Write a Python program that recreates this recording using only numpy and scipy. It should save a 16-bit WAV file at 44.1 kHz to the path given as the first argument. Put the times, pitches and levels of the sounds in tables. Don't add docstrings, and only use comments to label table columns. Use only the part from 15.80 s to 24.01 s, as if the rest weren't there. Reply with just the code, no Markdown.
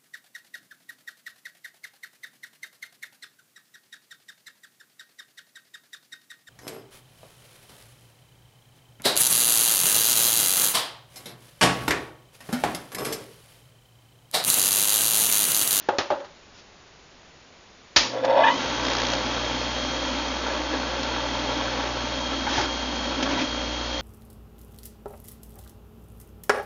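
import sys
import numpy as np
from scipy import signal
from scipy.fft import rfft, irfft, next_fast_len
from scipy.io import wavfile
from scipy.ndimage import uniform_filter1d, map_coordinates

SR = 44100
rng = np.random.default_rng(int(sys.argv[2]) if len(sys.argv) > 2 else 0)


def dump(signal):
    limited = np.clip(np.atleast_2d(signal).T, -1, 1)
    pcm = np.round(limited * 32767).astype(np.int16)
    wavfile.write(sys.argv[1], SR, pcm)


N = 362061
TIME = np.arange(N) / SR
GRIP_S, PUSHER_OUT_S = 6.9, 7.63

# time_s, speed_hz
SHAFT_SPEED = [(2.162, 1), (2.35, 26), (2.58, 32.5), (2.625, 37.5), (2.645, 47.5), (2.72, 56),
               (2.8, 59.815)]
FULL_SPEED_S, FULL_SPEED_HZ = SHAFT_SPEED[-1]

def shaft():
    speed = curve(SHAFT_SPEED) * (TIME > SHAFT_SPEED[0][0])
    angle = 2 * np.pi * np.cumsum(speed * (1 + 0.00018 * drift(2))) / SR
    return angle, speed / FULL_SPEED_HZ


# pitch_hz, width_hz, level_db
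HOUSING_MODES = [(530, 59, 0), (673, 190, -6), (920, 114, -1), (1110, 65, -4.5), (1240, 90, -15)]
BASKET_MODES = [(1692, 130, 1.5), (1930, 70, -7), (2013, 50, 3), (2470, 130, 0), (3000, 140, 0),
                (3350, 110, -1), (3690, 89, -3.5)]
# peak_s, half_length_s, level_db
HOUSING_SHUDDERS = [(2.25, 0.045, -34), (2.372, 0.045, -27.5), (2.447, 0.017, -21.5), (2.51, 0.038, -17.5),
                    (2.587, 0.04, -16.5), (2.672, 0.056, -17)]
BASKET_SQUEALS = [(2.646, 0.0087, -20), (2.684, 0.015, -24.5), (2.675, 0.063, -29.5)]

def run_up(angle, slots=18, sideband_db=-7, scrape_db=4):
    def swept(drive, modes):
        drive = unit(drive) + amp(scrape_db) * rng.standard_normal(N)
        rung = colour(drive, lambda hz: resonances(modes, hz))
        return rung / np.sqrt(abs(uniform_filter1d(rung ** 2, size=900)) + 1e-9)
    angle = angle + .035 * drift(45)
    sidebands = sum(np.cos((slots + k) * angle + 2 * np.pi * rng.random())
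                    for k in (-2, -1, 1, 2, 4, 6, 9, 12))
    groan = swept(np.cos(slots * angle) + amp(sideband_db) * sidebands, HOUSING_MODES)
    squeal = swept(sum(np.cos(k * slots * angle) / (k - 1) for k in range(2, 5)), BASKET_MODES)
    shudder = surges(HOUSING_SHUDDERS)
    return groan * shudder + squeal * (surges(BASKET_SQUEALS) + amp(-23) * shudder)


# multiple (rounded when played), pusher_in_db, chute_open_db
SHAFT_ORDERS = [(4, -49.5, -44.5), (5, -52.5, -50), (6, -55, -59), (7, -57, -63), (8, -53, -49),
                (9, -44.5, -43), (10, -44, -43), (11, -60.5, -62), (12, -63.5, -56), (13, -52.5, -53),
                (15, -47, -46), (16, -58, -53), (18, -52, -56), (20, -51, -52), (22, -50, -56),
                (23, -62.5, -50), (26, -51, -58), (70, -67.5, -59), (69.1, -56.5, -53), (70.9, -59, -55),
                (71.73, -46.5, -47.5), (73.3, -57, -54)]
# pitch_hz, level_db
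BEARING_WHINE = [(3148, -64), (3170, -58.5), (3188, -47.5), (3226, -41), (3263, -46), (3286, -49),
                 (3333, -51), (3810, -52)]

def motor_tones(angle, pace):
    def tone(phase, depth, rate_hz):
        wavering = (1 + depth * drift(rate_hz)) * np.cos(phase)
        return np.sqrt(2) * (wavering + depth * drift(rate_hz) * np.sin(phase))
    opened = chute_open()
    _, shade_db = shade()
    orders = sum((amp(shut_db) * (1 - opened) + amp(open_db) * opened) * tone(round(k) * angle, .2, 9)
                 for k, shut_db, open_db in SHAFT_ORDERS)
    whine = sum(amp(db) * tone(hz / FULL_SPEED_HZ * angle, 0.31, 14) for hz, db in BEARING_WHINE)
    return (orders + whine * amp(shade_db)) * pace ** 4


# pitch_hz, width_hz, level_db
LID_MODES = [(199, 29, -11), (242.7, 34, -6.5), (262.4, 20, 1.5), (298.4, 39, -1), (350, 49, -11)]
PANEL_MODES = [(538, 80, 0.5), (608, 87, -5), (849, 57, 0), (916, 54, -2), (982, 52, -1), (1120, 61, -2.5),
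               (1364, 92, -4), (1517, 90, -6), (1686, 100, -6.5), (1970, 150, -12), (2540, 170, -13.5),
               (3470, 370, -13.5), (3790, 66, -13.5), (4470, 220, -17.5), (5380, 110, -16)]
# frequency_hz, density_db
RATTLE_SPECTRUM = [(100, -34), (400, 0), (800, 0.5), (1250, -9), (2500, -7), (3600, -10.5), (5000, -23),
                   (7000, -33)]
# time_s, strength_db
BASKET_SHAKING = [(2.85, -31), (3.05, -30), (3.78, -31.5), (3.83, -33), (4.66, -32), (4.68, -29.5),
                  (4.89, -32.5), (4.93, -27.5), (4.98, -31), (6.0, -30.5), (6.47, -34.5), (6.53, -29),
                  (6.6, -32), (6.97, -35), (7.59, -29.5), (7.688, -33.5), (8.018, -36.5), (8.17, -37.5)]

def basket_rattle(angle, pace, usual_db=-31, lid_db=-36, panels_db=-32, draw_db=5.5):
    drum = colour(rng.standard_normal(N), lambda hz: resonances(LID_MODES, hz))
    taps = rng.standard_normal(N) * amp(3 * drift(300) + 0.55 * drift(12))
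    taps *= 1 + 0.071 * np.cos(angle)
    rattle = colour(taps, lambda hz: np.hypot(resonances(PANEL_MODES, hz),
                                              amp(-8.5 + spectrum(RATTLE_SPECTRUM, hz))))
    shaking_db = curve(BASKET_SHAKING) - usual_db
    drawn = np.clip((TIME - GRIP_S) / (PUSHER_OUT_S - GRIP_S), 0, 1) * (1 - chute_open())
    lid_gain = amp(lid_db + 0.46 * shaking_db + draw_db * drawn) * pace ** 0.46
    panel_gain = amp(panels_db + 1.5 * shaking_db) * pace ** 1.3
    return drum * lid_gain + rattle * np.hypot(panel_gain, amp(-10.5) * surges(HOUSING_SHUDDERS))


# frequency_hz, density_db
AIR_SPECTRUM = [(20, -3), (60, 2), (130, 2), (200, 2), (420, 3.5), (700, 7.5), (1800, 4), (3400, 4.5),
                (4400, 3), (5600, -0.5), (6300, 0.5), (7000, -7)]

def air_rush(angle, pace, level_db=-31, ease_db_per_s=0.45):
    pulsing = rng.standard_normal(N) * (1 + 0.049 * np.cos(angle))
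    air = colour(pulsing, lambda hz: amp(spectrum(AIR_SPECTRUM, hz)))
    shade_db, _ = shade()
    return air * amp(level_db + shade_db - ease_db_per_s * (TIME - FULL_SPEED_S)) * pace ** 3.6


def unbalance(angle, level_db=-39.5, start_s=2.74, build_s=.17):
    build = 1 - np.exp(-np.maximum(TIME - start_s, 0) / build_s)
    db = level_db - 12 * swell(PUSHER_OUT_S, .05) + 2 * chute_open()
    return np.sqrt(2) * build * amp(db) * np.cos(angle)


def windings(angle, pace, hum_hz=120.06, in_step_s=5.8, mains_db=-46, shaft_db=-49, open_db=-5.5):
    mains = np.cos(2 * np.pi * hum_hz * (TIME - in_step_s) + 2 * angle[round(in_step_s * SR)])
    hum = amp(mains_db) * mains * (pace > 0) + amp(shaft_db) * np.cos(2 * angle) * pace ** 4
    return hum * amp(open_db * chute_open())


# start_s, end_s, level_db
GRAZE_SPELLS = [(3.034, 3.34, -31.5), (3.402, 4.403, -45.5)]

def graze(angle, decay_turns=0.22, attack_s=.006, release_s=.04):
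    out, noise = np.zeros(N), contact_noise(hardness=0.77, count=N)
    for start, end, db in GRAZE_SPELLS:
        turns = (angle - angle[round(start * SR)]) / (2 * np.pi)
        spell = np.clip((TIME - start) / attack_s, 0, 1) * np.exp(-np.maximum(TIME - end, 0) / release_s)
        out += amp(db) * spell * unit(noise * np.exp(-(turns % 1) / decay_turns) * (angle > 0))
    return out


def chute_open(opening_s=.05):
    return np.clip((TIME - PUSHER_OUT_S) / opening_s, 0, 1)


# peak_s, half_length_s, air_db, whine_db
PASSING_SHADOWS = [(5.02, .5, -2, -5), (6.1, 0.18, -0.6, -6.5)]

def shade():
    return sum(np.outer([air_db, whine_db], swell(s, half_length))
               for s, half_length, air_db, whine_db in PASSING_SHADOWS)


# start_s, level_db, hardness, rise_s, decay_s, room_db, crack_db
KNOCKS = [(.087, -13.5, 0.19, 0.0017, 0.0084, -10, -23), (0.185, -17.5, 0.57, 0.00081, 0.018, -9, -1),
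          (.303, -17.5, 0.12, 0.0016, 0.023, -5, -16), (.401, -41, 0.53, 0.0018, 0.0089, -10, -18),
          (.445, -42, 0.5, 0.0016, 0.017, -14, -11), (2.161, -8.5, 0.99, 0.0037, 0.0082, -5, -12),
          (2.448, -24.5, 0.5, 0.0029, 0.0068, -18, -8), (5.23, -28.5, 1, 0.0018, .005, -18, -11),
          (7.426, -26, 0.96, .002, 0.0087, -16, -11)]
# pitch_hz, level_db, t60_s
HOUSING_RING = [(313, -22, .1), (563, 4, 0.27), (724, 1, 0.097), (823, 8, 0.084), (1233, -4, 0.14)]

def knocks(room_t60_s=0.38, ring_db=-7, crack_s=0.0032):
    out, t = np.zeros(N), np.arange(SR // 2) / SR
    ring = sum(amp(db - 60 * t / t60) * np.sin(2 * np.pi * hz * t) for hz, db, t60 in HOUSING_RING)
    for s, db, hardness, rise, decay, room_db, crack_db in KNOCKS:
        crack = contact_noise(1.0, len(t)) * amp(crack_db) * np.exp(-t / crack_s)
        burst = contact_noise(hardness, len(t)) * np.exp(-np.maximum(t - 2 * rise, 0) / decay)
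        tail = contact_noise(hardness, len(t)) * amp(room_db - 60 * t / room_t60_s)
        body = burst + tail + (1 - hardness) * amp(ring_db) * ring
        add(out, s, amp(db) * (crack + np.minimum(t / rise, 1) * body))
    return out


# start_s, level_db, decay_s
TUB_HITS = [(6.665, -19, 0.019), (6.777, -20.5, 0.035), (6.797, -24.5, 0.019), (6.836, -25.5, 0.019)]
PUSHER_HITS = [(7.426, -22, 0.012), (7.512, -27.5, .014), (7.532, -30, 0.013), (7.592, -26, 0.012),
               (7.615, -25, 0.012)]
# pitch_hz, width_hz, level_db
TUB_MODES = [(111, 110, -8), (328, 110, -2.5), (856, 130, 2.5), (1500, 200, -5), (1730, 90, -10),
             (2190, 280, -15)]
CHUTE_MODES = [(255, 53, 1), (850, 170, -15), (2380, 640, -9.5), (3500, 810, -18), (5130, 1800, -21.5)]

def bumps(hits, modes, rise_s=.002):
    out, t = np.zeros(N), np.arange(SR // 4) / SR
    for s, db, decay in hits:
        hollow = colour(rng.standard_normal(len(t)), lambda hz: resonances(modes, hz))
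        add(out, s, amp(db) * hollow * np.minimum(t / rise_s, 1) * np.exp(-t / decay))
    return out


# start_s, end_s, level_db, hardness
SLIDES = [(-.1, .12, -48.5, 0.72), (0.736, .83, -52, 1), (6.679, 6.87, -27.5, 0.78),
          (7.48, 7.55, -32.5, .7), (7.568, 7.662, -33.5, 0.78)]

def rubs(grain_db=1.0):
    out = np.zeros(N)
    grain = unit(amp(grain_db * drift(83)))
    for start, end, db, hardness in SLIDES:
        inside = (TIME > start) & (TIME < end)
        arch = np.sqrt(np.sin(np.pi * (TIME[inside] - start) / (end - start)))
        out[inside] += amp(db) * arch * contact_noise(hardness, inside.sum())
    return out * grain


# frequency_hz, density_db
DULL_SPECTRUM = [(55, -41), (100, -20), (180, -25), (380, -8.5), (455, -17), (570, -1.5), (680, -14.5),
                 (845, -9.5), (1030, -15.5), (1720, -19), (2200, -27.5), (3300, -27), (7000, -39)]
SHARP_SPECTRUM = [(24, -39), (40, -2), (140, -22), (262, -13.5), (431, -21.5), (842, -14.5), (938, -9.5),
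                  (1240, -11.5), (1580, -12), (1760, -6), (2890, -3.5), (5400, 1.5), (7000, -5.5),
                  (9100, -37), (15400, -120)]

def contact_noise(hardness, count):
    def gain(hz):
        return amp((1.5 - hardness) * spectrum(DULL_SPECTRUM, hz) + hardness * spectrum(SHARP_SPECTRUM, hz))
    return colour(rng.standard_normal(count), gain)


# frequency_hz, density_db
KITCHEN_SPECTRUM = [(20, -11.5), (55, -5.5), (100, -9), (200, -9), (500, -9.5), (1000, -12.5), (2000, -15),
                    (4000, -17), (7000, -21.5)]

def room_tone(level_db=-50):
    return amp(level_db) * colour(rng.standard_normal(N), lambda hz: amp(spectrum(KITCHEN_SPECTRUM, hz)))


def amp(db):
    return 10 ** (np.asarray(db) / 20)


def unit(x):
    return x / np.sqrt(np.mean(x ** 2) + 1e-20)


def curve(rows):
    return np.interp(TIME, *np.transpose(rows))


def spectrum(points, hz):
    f, db = np.transpose(points)
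    return np.interp(np.log(hz + 1), np.log(f + 1), db)


def resonances(modes, hz):
    return np.sqrt(sum(amp(db) ** 2 / (1 + ((hz - f) / (0.56 * width)) ** 2) ** 2
                       for f, width, db in modes))


def colour(x, gain):
    size = next_fast_len(len(x) + 2048)
    return unit(irfft(rfft(x, size) * gain(np.fft.rfftfreq(size, 1 / SR)), size)[:len(x)])


def drift(rate_hz):
    knots = rng.standard_normal(4096)
    coarse = map_coordinates(knots, [TIME[::64] * rate_hz * 2], order=3, mode="wrap")
    return unit(np.interp(TIME, TIME[::64], coarse))


def swell(s, half_length):
    return np.exp(-((TIME - s) / half_length) ** 2)


def surges(rows):
    return sum(amp(db) * swell(s, half_length) for s, half_length, db in rows)


def add(mix, s, sound):
    part = mix[round(s * SR):][:len(sound)]
    part += sound[:len(part)]


def scene():
    angle, pace = shaft()
    kitchen = room_tone()
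    motor = windings(angle, pace) + run_up(angle) + motor_tones(angle, pace)
    basket = unbalance(angle) + basket_rattle(angle, pace) + air_rush(angle, pace) + graze(angle)
    handling = knocks() + bumps(TUB_HITS, TUB_MODES) + bumps(PUSHER_HITS, CHUTE_MODES) + rubs()
    return (motor + basket + handling + kitchen)[None]


def record(dry):
    ceiling, edge_hz = .85, 7130
    lowpass = signal.firwin(401, edge_hz, window=("kaiser", 8), fs=SR)
    return signal.oaconvolve(ceiling * np.tanh(dry / ceiling), lowpass[None], "same")


dry = scene()
out = record(dry)
dump(out)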